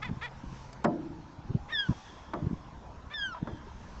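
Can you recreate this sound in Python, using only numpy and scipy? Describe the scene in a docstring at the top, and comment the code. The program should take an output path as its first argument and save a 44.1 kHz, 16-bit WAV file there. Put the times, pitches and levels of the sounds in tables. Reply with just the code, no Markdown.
"""A gull over a wide river, heard from a small boat: two hoarse yelps, then two long falling cries.
Its harmonics slide through throat resonances; each cry starts hoarse and ends in a croak.
The hillside returns a faint echo of the bird. Knocks set the hollow hull ringing, small ticks sound,
and puffs of air bump the microphone. Water rushes all around, ripples trap ringing bubbles,
and a faint low hum fades away."""
import sys
import numpy as np
from scipy import signal
from scipy.fft import rfft, irfft, next_fast_len
from scipy.io import wavfile
from scipy.ndimage import uniform_filter1d, map_coordinates

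SR = 44100
rng = np.random.default_rng(int(sys.argv[2]) if len(sys.argv) > 2 else 0)


def waveform_to_disk(signal):
    """Save audio, clipped to [-1, 1], as 16-bit WAV at the path in sys.argv[1]."""
    frames = np.transpose(np.atleast_2d(signal))
    scaled = np.clip(frames, -1, 1) * 32767
    samples = np.round(scaled).astype(np.int16)
    wavfile.write(sys.argv[1], SR, samples)


N = 176400
TIME_S = np.arange(N) / SR


def amp(db):
    return 10 ** (np.asarray(db) / 20)


def unit_rms(x):
    return x / np.sqrt(np.mean(x ** 2) + 1e-20)


def at_hz(points, hz):
    """Interpolate (frequency, value) points on a log axis."""
    freqs, values = np.transpose(points)
    return np.interp(np.log(hz + 1), np.log(freqs + 1), values)


def curves(rows):
    """One value per sample for each column after the time."""
    times, *columns = np.transpose(rows)
    return [np.interp(TIME_S, times, column) for column in columns]


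def wobble(rate_hz, size=N):
    """Smooth random curve, rate_hz knots a second."""
    knots = rng.standard_normal(int(size * rate_hz / SR) + 4)
    return map_coordinates(knots, [np.arange(size) * rate_hz / SR])


def wavering_phase(hz, depth, rate_hz, size=N):
    """Running phase of a pitch with random relative deviation."""
    return 2 * np.pi * np.cumsum(hz * (1 + depth * wobble(rate_hz, size))) / SR


def noise(spectrum, size=N):
    """Coloured noise, rms 1."""
    n_fft = next_fast_len(size + 8192)
    gain = amp(at_hz(spectrum, np.fft.rfftfreq(n_fft, 1 / SR)))
    return unit_rms(irfft(rfft(rng.standard_normal(n_fft)) * gain, n_fft)[:size])


def snap(spectrum, t60_s):
    """Short decaying noise burst."""
    t = np.arange(SR // 10) / SR
    return noise(spectrum, len(t)) * amp(-60 * t / t60_s)


def gate(rows, fade_s):
    """1 from the first row's time to the last, with fades centred on both."""
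    inside_s = np.minimum(TIME_S - rows[0][0], rows[-1][0] - TIME_S)
    return np.sin(np.pi / 2 * np.clip(inside_s / fade_s + .5, 0, 1)) ** 2


def add(out, start_s, x):
    i = max(round(start_s * SR), 0)
    out[i:i + len(x)] += x[:N - i]


# Water rush (frequency [Hz], gain [dB])
RUSH_SPECTRUM = [(25, -5), (60, 3.5), (95, -3), (220, -6.5), (400, -15), (900, -13), (1400, -18),
                 (2000, -25), (3000, -30.5), (6500, -35.5), (8000, -47.5)]
# Rush envelope (time [s], level [dB])
RUSH_ENVELOPE = [(0, -46.5), (1.3, -49), (2.6, -47.5), (3.0, -49), (4, -47.5)]
# Fine hiss (frequency [Hz], gain [dB])
HISS_SPECTRUM = [(800, -16), (2500, -2), (4000, -7), (6000, -2.5), (8000, -17)]
# Hiss swells (centre [s], level [dB], half width [s])
HISS_SWELLS = [(0.591, -60.5, 0.098), (1.99, -59.5, 0.17), (3.95, -65.5, 0.2)]


def river(patch_db=2.5, hollow_hz=942, hollow_width_hz=180, hollow_db=-11):
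    """Open water rushes in shifting patches, with a wandering resonance and swells of hiss."""
    bins = signal.stft(noise(RUSH_SPECTRUM), nperseg=512)[2]
    patches = uniform_filter1d(rng.standard_normal(bins.shape), size=4, axis=0)
    patches = unit_rms(uniform_filter1d(patches, size=10, axis=1))
    rush = unit_rms(signal.istft(bins * amp(patch_db * patches), nperseg=512)[1][:N])
    phase = 2 * np.pi * np.cumsum(hollow_hz * np.exp(.08 * wobble(8.2))) / SR
    hollow = unit_rms(wobble(hollow_width_hz) * np.cos(phase) + wobble(hollow_width_hz) * np.sin(phase))
    water = (rush + amp(hollow_db) * hollow) * amp(curves(RUSH_ENVELOPE)[0])
    swells = sum(amp(db) * np.exp(-.5 * ((TIME_S - centre_s) / width_s) ** 2)
                 for centre_s, db, width_s in HISS_SWELLS)
    return water + noise(HISS_SPECTRUM) * swells


# Hum envelope (time [s], level [dB])
HUM_ENVELOPE = [(.8, -53), (1.3, -65), (2, -86)]


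def hum(hz=133):
    """A wavering low sine fades away."""
    phase = wavering_phase(hz, depth=.011, rate_hz=7.7)
    return np.sqrt(2) * np.sin(phase) * amp(curves(HUM_ENVELOPE)[0])


# Two yelps, two cry onsets; a list each (time [s], pitch [Hz], level [dB], roughness [0-1])
YELPS_AND_ONSETS = [
    [(.018, 396.5, -49.5, .5), (.032, 429.7, -31, 0.3), (.04, 438, -45, .3), (.045, 502, -41.5, 0.1),
     (.056, 507, -37, 0.14), (.072, 468, -49, 0.4), (.097, 405, -51, 0.65)],
    [(.213, 405, -43.5, 0.76), (.229, 450.6, -37.5, .3), (.243, 487.3, -37.5, 0.14),
     (.259, 480, -36.5, 0.2), (.274, 418, -50.5, .5), (.286, 383, -47, .7)],
    [(1.684, 474.7, -55, 0.8), (1.702, 542.5, -44.5, 0.37), (1.712, 615, -43.5, 0.37),
     (1.739, 640, -48, 0.88)],
    [(3.1, 526, -55, 0.7), (3.117, 587, -46.5, 0.25), (3.144, 597, -44.5, 0.77)],
]
# Open throat (frequency [Hz], gain [dB])
THROAT_OPEN = [(300, -30), (650, -10.5), (950, -6.5), (1280, -0.5), (1480, -11.5), (1760, -1.5), (1930, 0),
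               (2600, -8), (2850, -19), (3480, -8), (3750, -18.5), (8000, -39.5)]
# Croak ending each cry; a list each (time [s], pitch [Hz], level [dB], roughness [0-1])
END_CROAKS = [
    [(1.884, 358, -46, 0.98), (1.936, 311, -48.5, 0.35)],
    [(3.346, 340, -41, 0.49), (3.388, 316, -46, 0.77)],
]
# Half-shut throat (frequency [Hz], gain [dB])
THROAT_HALF_SHUT = [(300, -27), (700, -1.5), (1000, 12), (1350, 0.5), (7500, -46)]


def gull_hoarse():
    """The voice breaks into a low register: the throat shapes rich harmonics and pulsing noise."""
    out = np.zeros(N)
    for notes, throat in [(YELPS_AND_ONSETS, THROAT_OPEN), (END_CROAKS, THROAT_HALF_SHUT)]:
        for rows in notes:
            edges = gate(rows, fade_s=.008)
            on = edges > 0
            hz, db, rough = (curve[on] for curve in curves(rows))
            phase = wavering_phase(hz, depth=.008, rate_hz=400, size=len(hz))
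            gains = amp([at_hz(throat, k * hz) for k in range(1, 18)])
            tone = sum(gain * np.sin(k * phase + rng.uniform(0, 2 * np.pi))
                       for k, gain in enumerate(gains, 1))
            tone = unit_rms(tone / np.linalg.norm(gains, axis=0))
            rasp = unit_rms(noise(throat, len(hz)) * (1 + np.cos(phase)))
            out[on] += (np.sqrt(1 - rough ** 2) * tone + rough * rasp) * amp(db) * edges[on]
    return out


def valley(direct, reflection_db=-25.5, blur_hz=264.6):
    """Direct sound, scatter off the water and a late echo from the hill."""
    t, out = np.arange(SR) / SR, direct.copy()
    blurred = direct * unit_rms(wobble(blur_hz))  # moving air and water blur the echo's pitch
    for sound, delay_s, t60_s in [(direct, .01, .94), (blurred, .28, 1.2)]:
        tail = rng.standard_normal(SR) * amp(-60 * t / t60_s)
        add(out, delay_s, amp(reflection_db) * signal.fftconvolve(sound, tail / np.linalg.norm(tail)))
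    return out


# Air puffs on the microphone (centre [s], level [dB], pitch [Hz])
AIR_PUFFS = [(0.098, -29, 159), (0.115, -25.5, 176), (.132, -33, 119), (0.173, -36, 114),
             (0.441, -35.5, 186), (0.529, -35, 169), (1.393, -35.5, 131), (1.506, -24.5, 124.6),
             (1.555, -17, 146), (1.571, -31.5, 169), (1.896, -17, 160), (1.911, -21.5, 116),
             (2.429, -25.5, 140), (2.448, -26.5, 122), (2.472, -20.5, 138), (2.512, -24.5, 240),
             (2.533, -23.5, 181), (3.429, -22.5, 182), (3.535, -33, 113)]
# Turbulence (frequency [Hz], gain [dB])
WAKE_SPECTRUM = [(25, -21), (80, 5.5), (220, 5.5), (400, -4), (4000, -88)]


def air_puffs(width_cycles=.33, wake_stretch=3.9, wake_gain=.49):
    """Each eddy is a low pressure swing of one or two cycles inside longer turbulence."""
    out, n = np.zeros(N), SR // 6
    t = (np.arange(n) - n / 2) / SR
    for centre_s, db, hz in AIR_PUFFS:
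        widths = t * hz / width_cycles
        bell = 1 / np.cosh(widths)
        swing = unit_rms(bell * np.sin(2 * np.pi * (hz * t + rng.random())))
        wake = unit_rms(np.exp(-.5 * (widths / wake_stretch) ** 2) * noise(WAKE_SPECTRUM, n))
        puff = unit_rms(swing + wake_gain * wake) * np.sqrt(np.mean(bell ** 2))
        add(out, centre_s + t[0], amp(db) * puff)
    return out


def bubble(hz, db, life_cycles=6.9, rise=.041):
    """One bubble rings briefly and rises in pitch."""
    cycles = hz * np.arange(SR // 10) / SR
    age = cycles / life_cycles
    phase = 2 * np.pi * cycles * (1 + rise * np.tanh(age / 2))
    return amp(db) * np.sin(phase) * np.tanh(cycles) * np.exp(-2 * age)


def ripples(count=36, median_hz=1465, log_spread=.83, median_db=-65):
    """Ripples trap small bubbles, the smaller the fainter; a larger one plops beside the boat."""
    out = np.zeros(N)
    starts_s = rng.uniform(0, N / SR, count)
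    for start_s, (pitch_draw, level_draw) in zip(starts_s, rng.standard_normal((count, 2))):
        hz = median_hz * np.exp(log_spread * np.clip(pitch_draw, -2, 2))
        add(out, start_s, bubble(hz, median_db + 2 * level_draw) * np.sqrt(median_hz / hz))
    add(out, 3.668, bubble(hz=390, db=-39.5))
    return out


# Small ticks: a lone one, then one leading into the first hull knock (time [s], level [dB])
TICK_HITS = [(0.73, -43.5), (0.842, -41.5)]
# Tick noise (frequency [Hz], gain [dB])
TICK_SPECTRUM = [(500, 6.5), (3500, -3), (5300, 3), (8000, -5)]


def ticks():
    """Each tick is a faint, bright burst."""
    out = np.zeros(N)
    for start_s, db in TICK_HITS:
        add(out, start_s, amp(db) * snap(TICK_SPECTRUM, t60_s=.028))
    return out


# Hull knocks (time [s], thud level [dB], sustain [ratio], crack level [dB])
HULL_KNOCKS = [(0.8448, -21, 1, -30), (2.335, -29.5, 0.82, -42.5), (2.3474, -40, 0.64, -60),
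               (3.473, -32.5, 0.58, -55)]
# Hull modes (frequency [Hz], gain [dB], T60 at sustain 1 [s])
HULL_MODES = [(163.6, -16, 1.84), (234, -14.5, 1.3), (295.3, -9, 1.3), (324.4, -5, 0.96), (342.5, -7, 0.8),
              (585, 0.5, 0.27), (618, -5.5, 0.35), (695, -2.5, 0.32), (1293, -5.5, 0.13),
              (5180, -19, 0.059)]
# Thud noise (frequency [Hz], gain [dB])
THUD_SPECTRUM = [(50, -38), (150, 5), (300, 1.5), (700, -7), (1300, 3.5), (1800, -1.5), (2600, -19.5),
                 (8000, -44)]
# Thud decay (frequency [Hz], T60 at sustain 1 [s])
THUD_DECAY = [(150, 0.43), (330, 0.6), (700, 0.35), (1300, 0.062), (2500, 0.06), (7000, 0.02)]
# Crack noise (frequency [Hz], gain [dB])
CRACK_SPECTRUM = [(200, -15), (1000, -3), (2500, 10.5), (5300, 2.5), (8000, -7)]


def hull_knocks(push_hz=927, push_db=3.5, push_t60_s=.015, ring_db=-5, attack_s=.0023, crack_lag_s=.003):
    """Each knock gives a push, a crack, a dense thud whose treble dies first, and the hull's ring."""
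    out, t = np.zeros(N), np.arange(SR) / SR
    for start_s, thud_db, sustain, crack_db in HULL_KNOCKS:
        bin_hz, age_s, bins = signal.stft(noise(THUD_SPECTRUM, SR), SR, nperseg=256)
        bin_t60_s = sustain * at_hz(THUD_DECAY, bin_hz)[:, None]
        thud = signal.istft(bins * amp(-60 * age_s / bin_t60_s), SR, nperseg=256)[1][:SR]
        ring = np.zeros(SR)
        for hz, db, t60_s in HULL_MODES:
            decay = amp(db + rng.normal() - 60 * t / (sustain * t60_s))
            ring += decay * np.sin(2 * np.pi * (hz * t + rng.random()) + wobble(35, SR))
        push = amp(push_db - 60 * t / push_t60_s) * np.sin(2 * np.pi * push_hz * t)
        body = (thud + sustain * amp(ring_db) * ring) * (1 - np.exp(-t / attack_s))
        add(out, start_s, amp(thud_db) * (push + body))
        add(out, start_s + crack_lag_s, amp(crack_db) * snap(CRACK_SPECTRUM, t60_s=.012))
    return out


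# First cry, clear part (time [s], pitch [Hz], level [dB])
FIRST_CRY = [(1.716, 1866, -44.5), (1.738, 1831, -34), (1.768, 1718, -39), (1.79, 1657, -34),
             (1.826, 1620, -38), (1.858, 1500, -44.5), (1.878, 1450, -48)]
# Second cry, clear part (time [s], pitch [Hz], level [dB])
SECOND_CRY = [(3.139, 1784, -40), (3.154, 1787, -44), (3.2, 1658, -40), (3.255, 1576, -35.5),
              (3.306, 1430, -46), (3.337, 1306, -41.5), (3.346, 1260, -50)]
# Throat in the clear cries (frequency [Hz], gain [dB])
THROAT_CLEAR = [(1900, 1.5), (2600, -30), (2950, -7), (3080, -13.5), (3230, 0.5), (3620, 2.5), (3900, -25),
                (4500, -19.5), (4700, -37), (4950, -10), (5300, -10), (5600, -22.5), (6100, -20),
                (7200, -35.5)]


def gull_cry(rows, treble_db=0, beak_loss_db=24, overtone_flutter_db=3.7, flutter_db=1.16):
    """A clear falling tone; harmonics swell and dip as they slide through the throat's resonances."""
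    hz, db = curves(rows)
    phase = wavering_phase(hz, depth=.0033, rate_hz=350)
    beak_closure = np.interp(TIME_S, [rows[0][0], rows[-1][0]], [0, 1]) ** 10
    tone = np.zeros(N)
    for k in range(1, 6):
        gain_db = at_hz(THROAT_CLEAR, k * hz)
        gain_db += (k >= 4) * (treble_db - beak_loss_db * beak_closure)
        gain_db += (k > 1) * overtone_flutter_db * wobble(70)
        tone += amp(gain_db) * np.sin(k * phase)
    return np.sqrt(2) * tone * amp(db + flutter_db * wobble(300)) * gate(rows, fade_s=.0072)


def scene():
    """Bird, boat, air and water at one microphone."""
    gull = gull_hoarse() + gull_cry(FIRST_CRY, treble_db=-10) + gull_cry(SECOND_CRY)
    return (valley(gull) + hull_knocks() + ticks() + air_puffs() + river() + ripples() + hum())[None]


def record(dry):
    """Steep low-pass at the band limit."""
    cutoff_hz = 7900
    n_fft = next_fast_len(N + SR // 2)
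    hz = np.fft.rfftfreq(n_fft, 1 / SR)
    return irfft(rfft(dry, n_fft) / np.sqrt(1 + (hz / cutoff_hz) ** 110), n_fft)[..., :N]


dry = scene()
out = record(dry)
waveform_to_disk(out)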